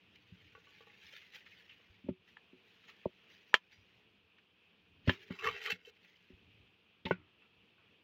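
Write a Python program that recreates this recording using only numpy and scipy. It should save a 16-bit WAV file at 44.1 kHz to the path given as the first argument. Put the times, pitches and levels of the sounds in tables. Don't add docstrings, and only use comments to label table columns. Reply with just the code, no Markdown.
import sys
import numpy as np
from scipy import signal
from scipy.fft import rfft, irfft, next_fast_len
from scipy.io import wavfile
from scipy.ndimage import uniform_filter1d, map_coordinates

SR = 44100
rng = np.random.default_rng(int(sys.argv[2]) if len(sys.argv) > 2 else 0)


def makeup_ratio(level_db):
    decades = np.asarray(level_db, float) / 20
    return 10 ** decades


def wav_out(sig):
    wavfile.write(sys.argv[1], SR, np.round(np.clip(np.atleast_2d(sig).T, -1, 1) * 32767).astype(np.int16))


N = 354519

# frequency in Hz, relative density in dB per Hz.
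AIR_COLOUR = [(88, -38.5), (150, -10), (175, 5), (280, -7.5), (308, -5), (455, -2.5), (553, -11),
              (1460, -12), (2080, -11.5), (2520, -0.5), (3250, -5.5), (3870, -15), (7960, -40.5),
              (13500, -39.5), (14800, -35.5), (15700, -37.5)]
# time in seconds, level in dB.
RUMBLE_LEVEL = [(0.0, -73.5), (0.4, -70.5), (1.41, -76.5), (2.2, -73), (2.44, -77), (3.05, -76.5),
                (3.6, -80), (3.98, -73), (4.81, -84), (6.14, -79.5), (6.96, -84), (7.5, -75.5), (7.86, -73),
                (8.04, -79)]
# frequency in Hz, relative density in dB per Hz.
RUMBLE_COLOUR = [(15, -50), (25, -16), (92, -2), (194, -16.5), (268, -21), (300, -11.5), (390, -49.5),
                 (660, -120)]
# peak time in seconds, level in dB, 20 dB rise in seconds, 20 dB fall in seconds.
PUFFS = [(5.04, -61.5, 0.21, 0.41), (5.46, -43, 0.019, 0.087), (6.47, -72.5, 0.31, 0.26),
         (6.65, -70, 0.37, 0.15), (7.2, -51.5, 0.14, 0.062)]
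# frequency in Hz, relative density in dB per Hz.
CLOTH_COLOUR = [(290, -31.5), (500, -12), (621, -17.5), (707, -37.5), (853, -13), (985, -26.5),
                (1810, -2.5), (2910, -3), (6620, -23.5), (8220, -43), (15700, -28.5)]
# time in seconds, level in dB.
SLEEVE_LEVEL = [(0.0, -79.5), (0.34, -70.5), (0.6, -71), (0.72, -65), (0.94, -71.5), (1.07, -63.5),
                (1.22, -62.5), (1.42, -72), (1.66, -69.5), (1.99, -76.5), (2.1, -104), (2.6, -78.5),
                (2.68, -70.5), (2.95, -72.5), (3.18, -74), (3.5, -70), (3.84, -75.5), (4.0, -75),
                (4.1, -100)]
# peak time in seconds, level in dB, 20 dB rise in seconds, 20 dB fall in seconds.
HISS_SWELLS = [(.16, -64.5, 0.018, 0.0091), (1.15, -57.5, 0.2, 0.054), (1.352, -48.5, 0.02, 0.049),
               (1.46, -67.5, 0.021, 0.42), (2.286, -66, 0.03, 0.1), (2.902, -61.5, 0.046, 0.03),
               (3.318, -65, 0.031, 0.065), (3.726, -61, 0.015, 0.035), (5.1, -39, 0.03, 0.074),
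               (5.22, -54.5, 0.026, 0.068), (5.29, -67, .045, 0.015), (5.968, -68, 0.039, 0.016),
               (6.036, -66.5, 0.049, 0.57), (7.084, -52.5, .02, 0.048)]
# start in seconds, peak in dB, centre in Hz,
# t60 in seconds, weight of stone grit colour, 0 to 1; cloth colour weighs 1.5 minus it.
CRINKLES = [(.154, -55, 2800, 0.039, 0.4), (0.897, -53.5, 2220, 0.077, .1), (1.343, -49, 2220, 0.024, 0.2),
            (1.405, -54, 2930, 0.03, 0.4), (1.461, -48.5, 1790, 0.085, 1), (1.515, -51.5, 2380, 0.055, .1),
            (1.692, -48, 2810, 0.23, 1), (2.834, -57.5, 1460, 0.11, 1), (2.881, -48.5, 970, 0.18, 1),
            (3.313, -58, 2226, 0.083, 0.4), (3.725, -55, 2130, 0.041, 0.43), (4.382, -55.5, 1460, 0.053, 1),
            (2.086, -53.5, 1200, 0.068, 1), (5.075, -30.5, 900, 0.25, 1), (5.388, -37, 2640, 0.085, 0.7),
            (7.053, -33.5, 3670, 0.077, 1), (7.062, -32.5, 2170, 0.06, 0.5), (7.11, -33, 2220, 0.12, .4)]
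# frequency in Hz, relative density in dB per Hz.
GRIT_COLOUR = [(350, -53.5), (600, -10), (789, -9.5), (942, -9), (1140, -4), (1340, -1), (1460, -8.5),
               (2630, -1), (5060, -15), (7300, -25.5), (9200, -45.5), (11800, -30), (15700, -30.5)]
# time in seconds, level in dB, gain of the fine treble in dB, gain of the low rasp in dB.
SCRAPE = [(5.295, -69, -2.5, 0), (5.307, -49.5, -3.5, -1), (5.381, -60.5, 7, 6), (5.393, -59, 16, 16),
          (5.42, -51.5, -3, 0), (5.446, -36.5, 1.5, 3), (5.463, -34, 1, 8), (5.488, -39, -2.5, 11.5),
          (5.51, -42, 0, -1), (5.563, -42, -3.5, -10), (5.6, -49, 1, -9), (5.617, -43, -2, -12),
          (5.638, -49, 10, -2), (5.664, -34.5, 2, -8), (5.692, -37, -3.5, -4), (5.706, -31.5, 7, -11),
          (5.79, -68.5, -3.5, -32), (5.856, -65.5, 11, -16), (5.898, -60, 9, -25), (5.93, -99, -13, -10)]
# time in seconds, pitch in Hz.
HUM_PITCH = [(5.1, 372), (5.29, 405), (5.42, 410), (5.46, 462), (5.53, 437), (5.7, 452), (6.0, 458)]
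# peak time in seconds, level in dB, 20 dB rise in seconds, 20 dB fall in seconds.
JOLTS = [(5.12, -57, 0.03, 0.23), (5.485, -36.5, 0.04, 0.018), (5.877, -57.5, 0.0081, 0.046),
         (5.545, -60.5, 0.026, 0.074)]
# frequency in Hz, t60 in seconds.
ROCK_DECAY = [(200, .12), (1500, .07), (5000, .05)]
# frequency in Hz, relative level in dB, t60 in seconds at damping 1.
BOWL_MODES = [(458, 6, 0.056), (827, -10.5, 0.17), (1134, 4.5, 0.078), (1414, -8.5, 0.17), (1493, 0, 0.13),
              (1610, -18, 0.07), (1900, 1, 0.032), (2160, -3, 0.059), (2680, -2, 0.099), (3070, 0, 0.045),
              (3900, -18.5, 0.15), (4860, -18.5, 0.2), (5780, -15, 0.15)]
# start in seconds, level in dB, favoured frequency in Hz,
# fall-off from it in dB per octave (at least 4 is used), gritty part in dB re the ring, damping factor.
BOWL_RINGS = [(0.55, -46, 970, 5.5, -33, 0.8), (0.577, -53.5, 458, 28, -43, 0.94),
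              (0.669, -56.5, 1220, 8, -20, 0.63), (0.806, -50, 590, 7, -24, 0.66),
              (.870, -52, 670, 27, -25, 0.72), (1.80, -60, 470, 7, -13, 1.6),
              (3.315, -61, 4860, 24, -22, 0.59), (3.49, -70, 5780, 37, -26, 0.55),
              (3.727, -57, 4820, 25, -39, 1), (3.811, -72, 5630, 25, -34.5, 1.2),
              (5.85, -47, 3230, 35, -43.5, .4), (7.109, -26.5, 2160, 27, -37, 1.5),
              (7.11, -21.5, 1450, 39, -36, 1.7), (7.42, -55, 2680, 20, -20.5, 0.88),
              (7.78, -63, 1486, 17, -9, 1.1)]
# frequency in Hz, relative level in dB, t60 in seconds at damping 1.
BLADE_MODES = [(830, -14, 0.062), (1000, -12.5, 0.16), (1290, -7, 0.036), (1350, -17.5, 0.057),
               (1723, -11, 0.16), (1746, 5, .04), (2160, -13, 0.05), (2340, -4.5, 0.036),
               (2810, -11.5, 0.11), (2930, -17.5, 0.13), (3110, -14, 0.15), (3260, -10, 0.11),
               (3480, -23, 0.2), (3660, -14.5, 0.053), (3950, -13.5, 0.053), (5720, -27.5, 0.12),
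               (6000, -25, 0.047), (7030, -26.5, 0.059), (7219, -23.5, 0.025)]
# start in seconds, peak in dB, damping factor,
# frequency in Hz above which the contact is too soft to excite.
CLACKS = [(2.369, -42.5, 2.2, 3000), (3.531, -47.5, 1.95, 900), (3.541, -7, 2.43, 12000),
          (3.547, -21, 5, 3484), (5.094, -11, 2.3, 4200)]
# frequency in Hz, relative level in dB, t60 in seconds at damping 1.
HOLLOW_MODES = [(99.5, -6.5, 0.071), (182, -4, 0.081), (257, -4, 0.065), (372, -6, 0.16), (565, 3.5, 0.039),
                (664, -10, 0.046), (893, 4, 0.028), (1100, 7.5, 0.012)]
# start in seconds, peak in dB, contact time in ms, favoured frequency in Hz,
# fall-off from it in dB per octave (negative counts as 0), damping factor.
KNOCKS = [(0.316, -43, 6.7, 146, 8, 0.41), (1.891, -47.5, 17, 90, 30, 0.19), (2.04, -44, 3.9, 189, 5, 0.37),
          (2.063, -46.5, 1.7, 262, 11, 0.5), (2.086, -24.5, 1.68, 243, 8, 0.86),
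          (2.104, -34.5, 8, 196, 15, 1.2), (2.528, -49, 3.5, 325, 12, 0.49),
          (3.056, -23.5, 1.52, 300, -8, 2.1), (3.541, -19, 0.83, 716, 7, 3.8),
          (3.777, -55, 10, 93.2, 14, 0.46), (5.073, -26.5, 2.2, 257, 6, 0.6),
          (5.078, -13.5, 1.35, 102.3, 13, 0.67), (5.094, -18.5, 0.34, 372, 21.5, 1.06),
          (5.302, -30, 2.83, 293, -4, 0.75), (5.72, -39.5, 4.8, 156, 12, 0.47),
          (6.299, -49, 3, 339, 8, 0.56), (6.325, -44, 16.8, 150, -2, 0.47),
          (7.052, -30.5, 3.35, 350, -6.5, 1.3), (7.064, -32.5, 1.32, 256, 1.5, 0.27),
          (7.109, -15.5, .8, 410, 5, 3.1), (7.109, -23, 5.9, 175, 15, 0.64)]


def unit(x):
    return x / np.sqrt(np.mean(x ** 2) + 1e-20)


def along(points, hz):
    point_hz, value = np.transpose(points)
    return np.interp(np.log(hz + 1), np.log(point_hz + 1), value)


def curves(rows):
    s, *columns = np.transpose(rows)
    return [np.interp(np.arange(N) / SR, s, column, -150, -150) for column in columns]


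def swells(rows):
    t = np.arange(N) / SR
    total = np.zeros(N)
    for peak_s, db, rise_s, fall_s in rows:
        distance = np.where(t < peak_s, (peak_s - t) / rise_s, (t - peak_s) / fall_s)
        total += makeup_ratio(db - 20 * distance)
    return total


def wobble(knots_per_s):
    knots = rng.standard_normal(int(N * knots_per_s / SR) + 4)
    return map_coordinates(knots, [np.arange(N) * knots_per_s / SR])


def filtered(x, response):
    m = next_fast_len(len(x) + 8192)
    return irfft(rfft(x, m) * response(np.fft.rfftfreq(m, 1 / SR)), m)[:len(x)]


def rush(colour, patchy_db, grain=1, bins=10):
    z = signal.stft(grain * rng.standard_normal(N), nperseg=512)[2]
    patches = uniform_filter1d(rng.standard_normal(z.shape), bins, 0)
    patches = uniform_filter1d(patches, 5, 1)
    x = signal.istft(z * makeup_ratio(patchy_db * unit(patches)), nperseg=512)[1][:N]
    return unit(filtered(x, lambda hz: makeup_ratio(along(colour, hz))))


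def blow_time():
    return np.arange(SR // 4) / SR


def grit_burst(response=lambda hz: 1):
    noise = rng.standard_normal(SR // 4)
    return unit(filtered(noise, lambda hz: makeup_ratio(along(GRIT_COLOUR, hz)) * response(hz)))


def ring(modes, spot_hz, focus_db, scatter_db, damping=1, twin_share=0):
    t = blow_time()
    twin_offset_hz = 32
    hz, db, t60_s = np.transpose(modes)[:, :, None]
    db = db - focus_db * np.abs(np.log2(hz / spot_hz))
    db = db + scatter_db * rng.standard_normal(hz.shape)
    sign = (-1) ** np.arange(1, len(hz) + 1)[:, None]
    tone = np.sin(2 * np.pi * hz * t)
    tone = tone + twin_share * np.sin(2 * np.pi * (hz + twin_offset_hz) * t)
    x = np.sum(sign * makeup_ratio(db - 60 * t * damping / t60_s) * tone, axis=0)
    return x / np.abs(x).max()


def add(track, s, x):
    part = track[round(s * SR):][:len(x)]
    part += x[:len(part)]


def air():
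    level_db = -69.5 + 0.8 * wobble(2) + 0.7 * wobble(9)
    return makeup_ratio(level_db) * rush(AIR_COLOUR, patchy_db=1.2)


def rumble():
    lumpy = unit(makeup_ratio(0.44 * wobble(12)) * rush(RUMBLE_COLOUR, patchy_db=1.9))
    return (makeup_ratio(curves(RUMBLE_LEVEL)[0]) + swells(PUFFS)) * lumpy


def rustle():
    level = makeup_ratio(curves(SLEEVE_LEVEL)[0]) + swells(HISS_SWELLS)
    grain = makeup_ratio(1.5 * wobble(60) + 2.5 * wobble(400))
    return level * rush(CLOTH_COLOUR, patchy_db=4, grain=grain, bins=2)


def crinkles():
    out, t = np.zeros(N), blow_time()
    for s, peak_db, centre_hz, t60_s, grit_weight in CRINKLES:
        def colour(hz):
            blend_db = (1.5 - grit_weight) * along(CLOTH_COLOUR, hz) + grit_weight * along(GRIT_COLOUR, hz)
            return makeup_ratio(blend_db) * (1 + 2 / (1 + ((hz - centre_hz) / 300) ** 2))

        uneven_db = rng.standard_normal(len(t) // 64 + 1).repeat(64)[:len(t)]
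        burst = unit(filtered(rng.standard_normal(len(t)) * makeup_ratio(uneven_db), colour))
        burst *= makeup_ratio(-60 * t / t60_s) * (1 - np.exp(-t / 0.002))
        add(out, s, makeup_ratio(peak_db) * burst / np.abs(burst).max())
    return out


def hum():
    drag_db, fine_db, _ = curves(SCRAPE)
    level_db = 0.88 * drag_db - 17 - 0.17 * np.maximum(fine_db, -5)
    level = makeup_ratio(level_db) + swells(JOLTS)
    phase = 2 * np.pi * np.cumsum(curves(HUM_PITCH)[0]) / SR
    tone = (0.47 + wobble(100)) * np.sin(phase) + wobble(100) * np.cos(phase)
    return level * unit(tone)


def scrape():
    def bowl(hz):
        total = 0
        for mode_hz, _, t60_s in BOWL_MODES[1:]:
            total = total + 1 / np.abs(1 + 1j * (hz - mode_hz) * t60_s / 2.8) ** 2
        return 1.2 + 3 * total

    grain = makeup_ratio(2 * wobble(50) + 3 * wobble(350))
    grit = rush(GRIT_COLOUR, patchy_db=3.5, grain=grain, bins=2)
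    steel = unit(filtered(grit, bowl))
    fine = filtered(steel, lambda hz: 1 / (1 + (4000 / (hz + 1)) ** 6))
    rasp = filtered(steel, lambda hz: 1 / (1 + ((hz - 1130) / 220) ** 4))
    drag_db, fine_db, rasp_db = curves(SCRAPE)
    return makeup_ratio(drag_db) * (steel + (makeup_ratio(fine_db) - 1) * fine + (makeup_ratio(rasp_db) - 1) * rasp)


def rocks(x):
    hz, t, z = signal.stft(rng.standard_normal(SR // 4), SR, nperseg=256)
    decay = makeup_ratio(-60 * t / along(ROCK_DECAY, hz)[:, None])
    tail = signal.istft(z * decay, SR, nperseg=256)[1]
    late = np.pad(x, (150, 0))
    return signal.fftconvolve(late, tail / np.linalg.norm(tail))[:N]


def bowl_rings():
    out, t = np.zeros(N), blow_time()
    for s, db, spot_hz, focus_db, grit_db, damping in BOWL_RINGS:
        crunch = makeup_ratio(grit_db - 60 * t / 0.5) * grit_burst(lambda hz: 1 / (1 + (hz / 3000) ** 4))
        steel = ring(BOWL_MODES, spot_hz, max(focus_db, 4), scatter_db=1.5, damping=damping, twin_share=0.26)
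        add(out, s, makeup_ratio(db) * ((1 - np.exp(-t / 0.00087)) * steel + crunch))
    return out


def clacks():
    out, t = np.zeros(N), blow_time()
    for s, peak_db, damping, soft_hz in CLACKS:
        def contact(hz):
            return 1 / (1 + 1.2j * hz / soft_hz - (hz / soft_hz) ** 2) ** 2

        crack = 0.13 * makeup_ratio(-60 * t / 0.064) * grit_burst()
        clack = ring(BLADE_MODES, 1732, focus_db=1.5, scatter_db=2, damping=damping) + crack
        clack = filtered((1 - np.exp(-t / 0.00039)) * clack, contact)
        add(out, s, makeup_ratio(peak_db) * clack / np.abs(clack).max())
    return out


def knocks():
    out, t = np.zeros(N), blow_time()
    for s, peak_db, contact_ms, spot_hz, focus_db, damping in KNOCKS:
        push = np.hanning(max(3, round(contact_ms * SR / 1000)))
        body = ring(HOLLOW_MODES, spot_hz, max(focus_db, 0), scatter_db=2.5, damping=damping)
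        body *= 1 + 1.3 * np.exp(-t / 0.03)
        knock = np.convolve(body, push)
        add(out, s, makeup_ratio(peak_db) * knock / np.abs(knock).max())
    return out


def scene():
    background = air() + rumble() + rustle() + crinkles()
    drag = hum() + scrape()
    hits = bowl_rings() + clacks() + knocks()
    return (background + drag + makeup_ratio(-21) * rocks(hits) + hits)[None]


def band_limit(x):
    return signal.sosfilt(signal.butter(12, 15790, fs=SR, output="sos"), x)


def record(dry):
    corner_hz, duck_db, threshold_db = 49, 5, -42
    x = filtered(dry[0], lambda hz: (1j * hz / (corner_hz + 1j * hz)) ** 4)
    t = np.arange(SR) / SR
    memory = (1 - np.exp(-t / 0.11)) ** 2 * np.exp(-t / 0.022)
    recent_power = np.abs(signal.fftconvolve(x ** 2, memory / memory.sum())[:N])
    loudness = recent_power / (recent_power + makeup_ratio(threshold_db) ** 2)
    mix = x[None] * makeup_ratio(-duck_db * loudness)
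    return band_limit(mix)


dry = scene()
out = record(dry)
wav_out(out)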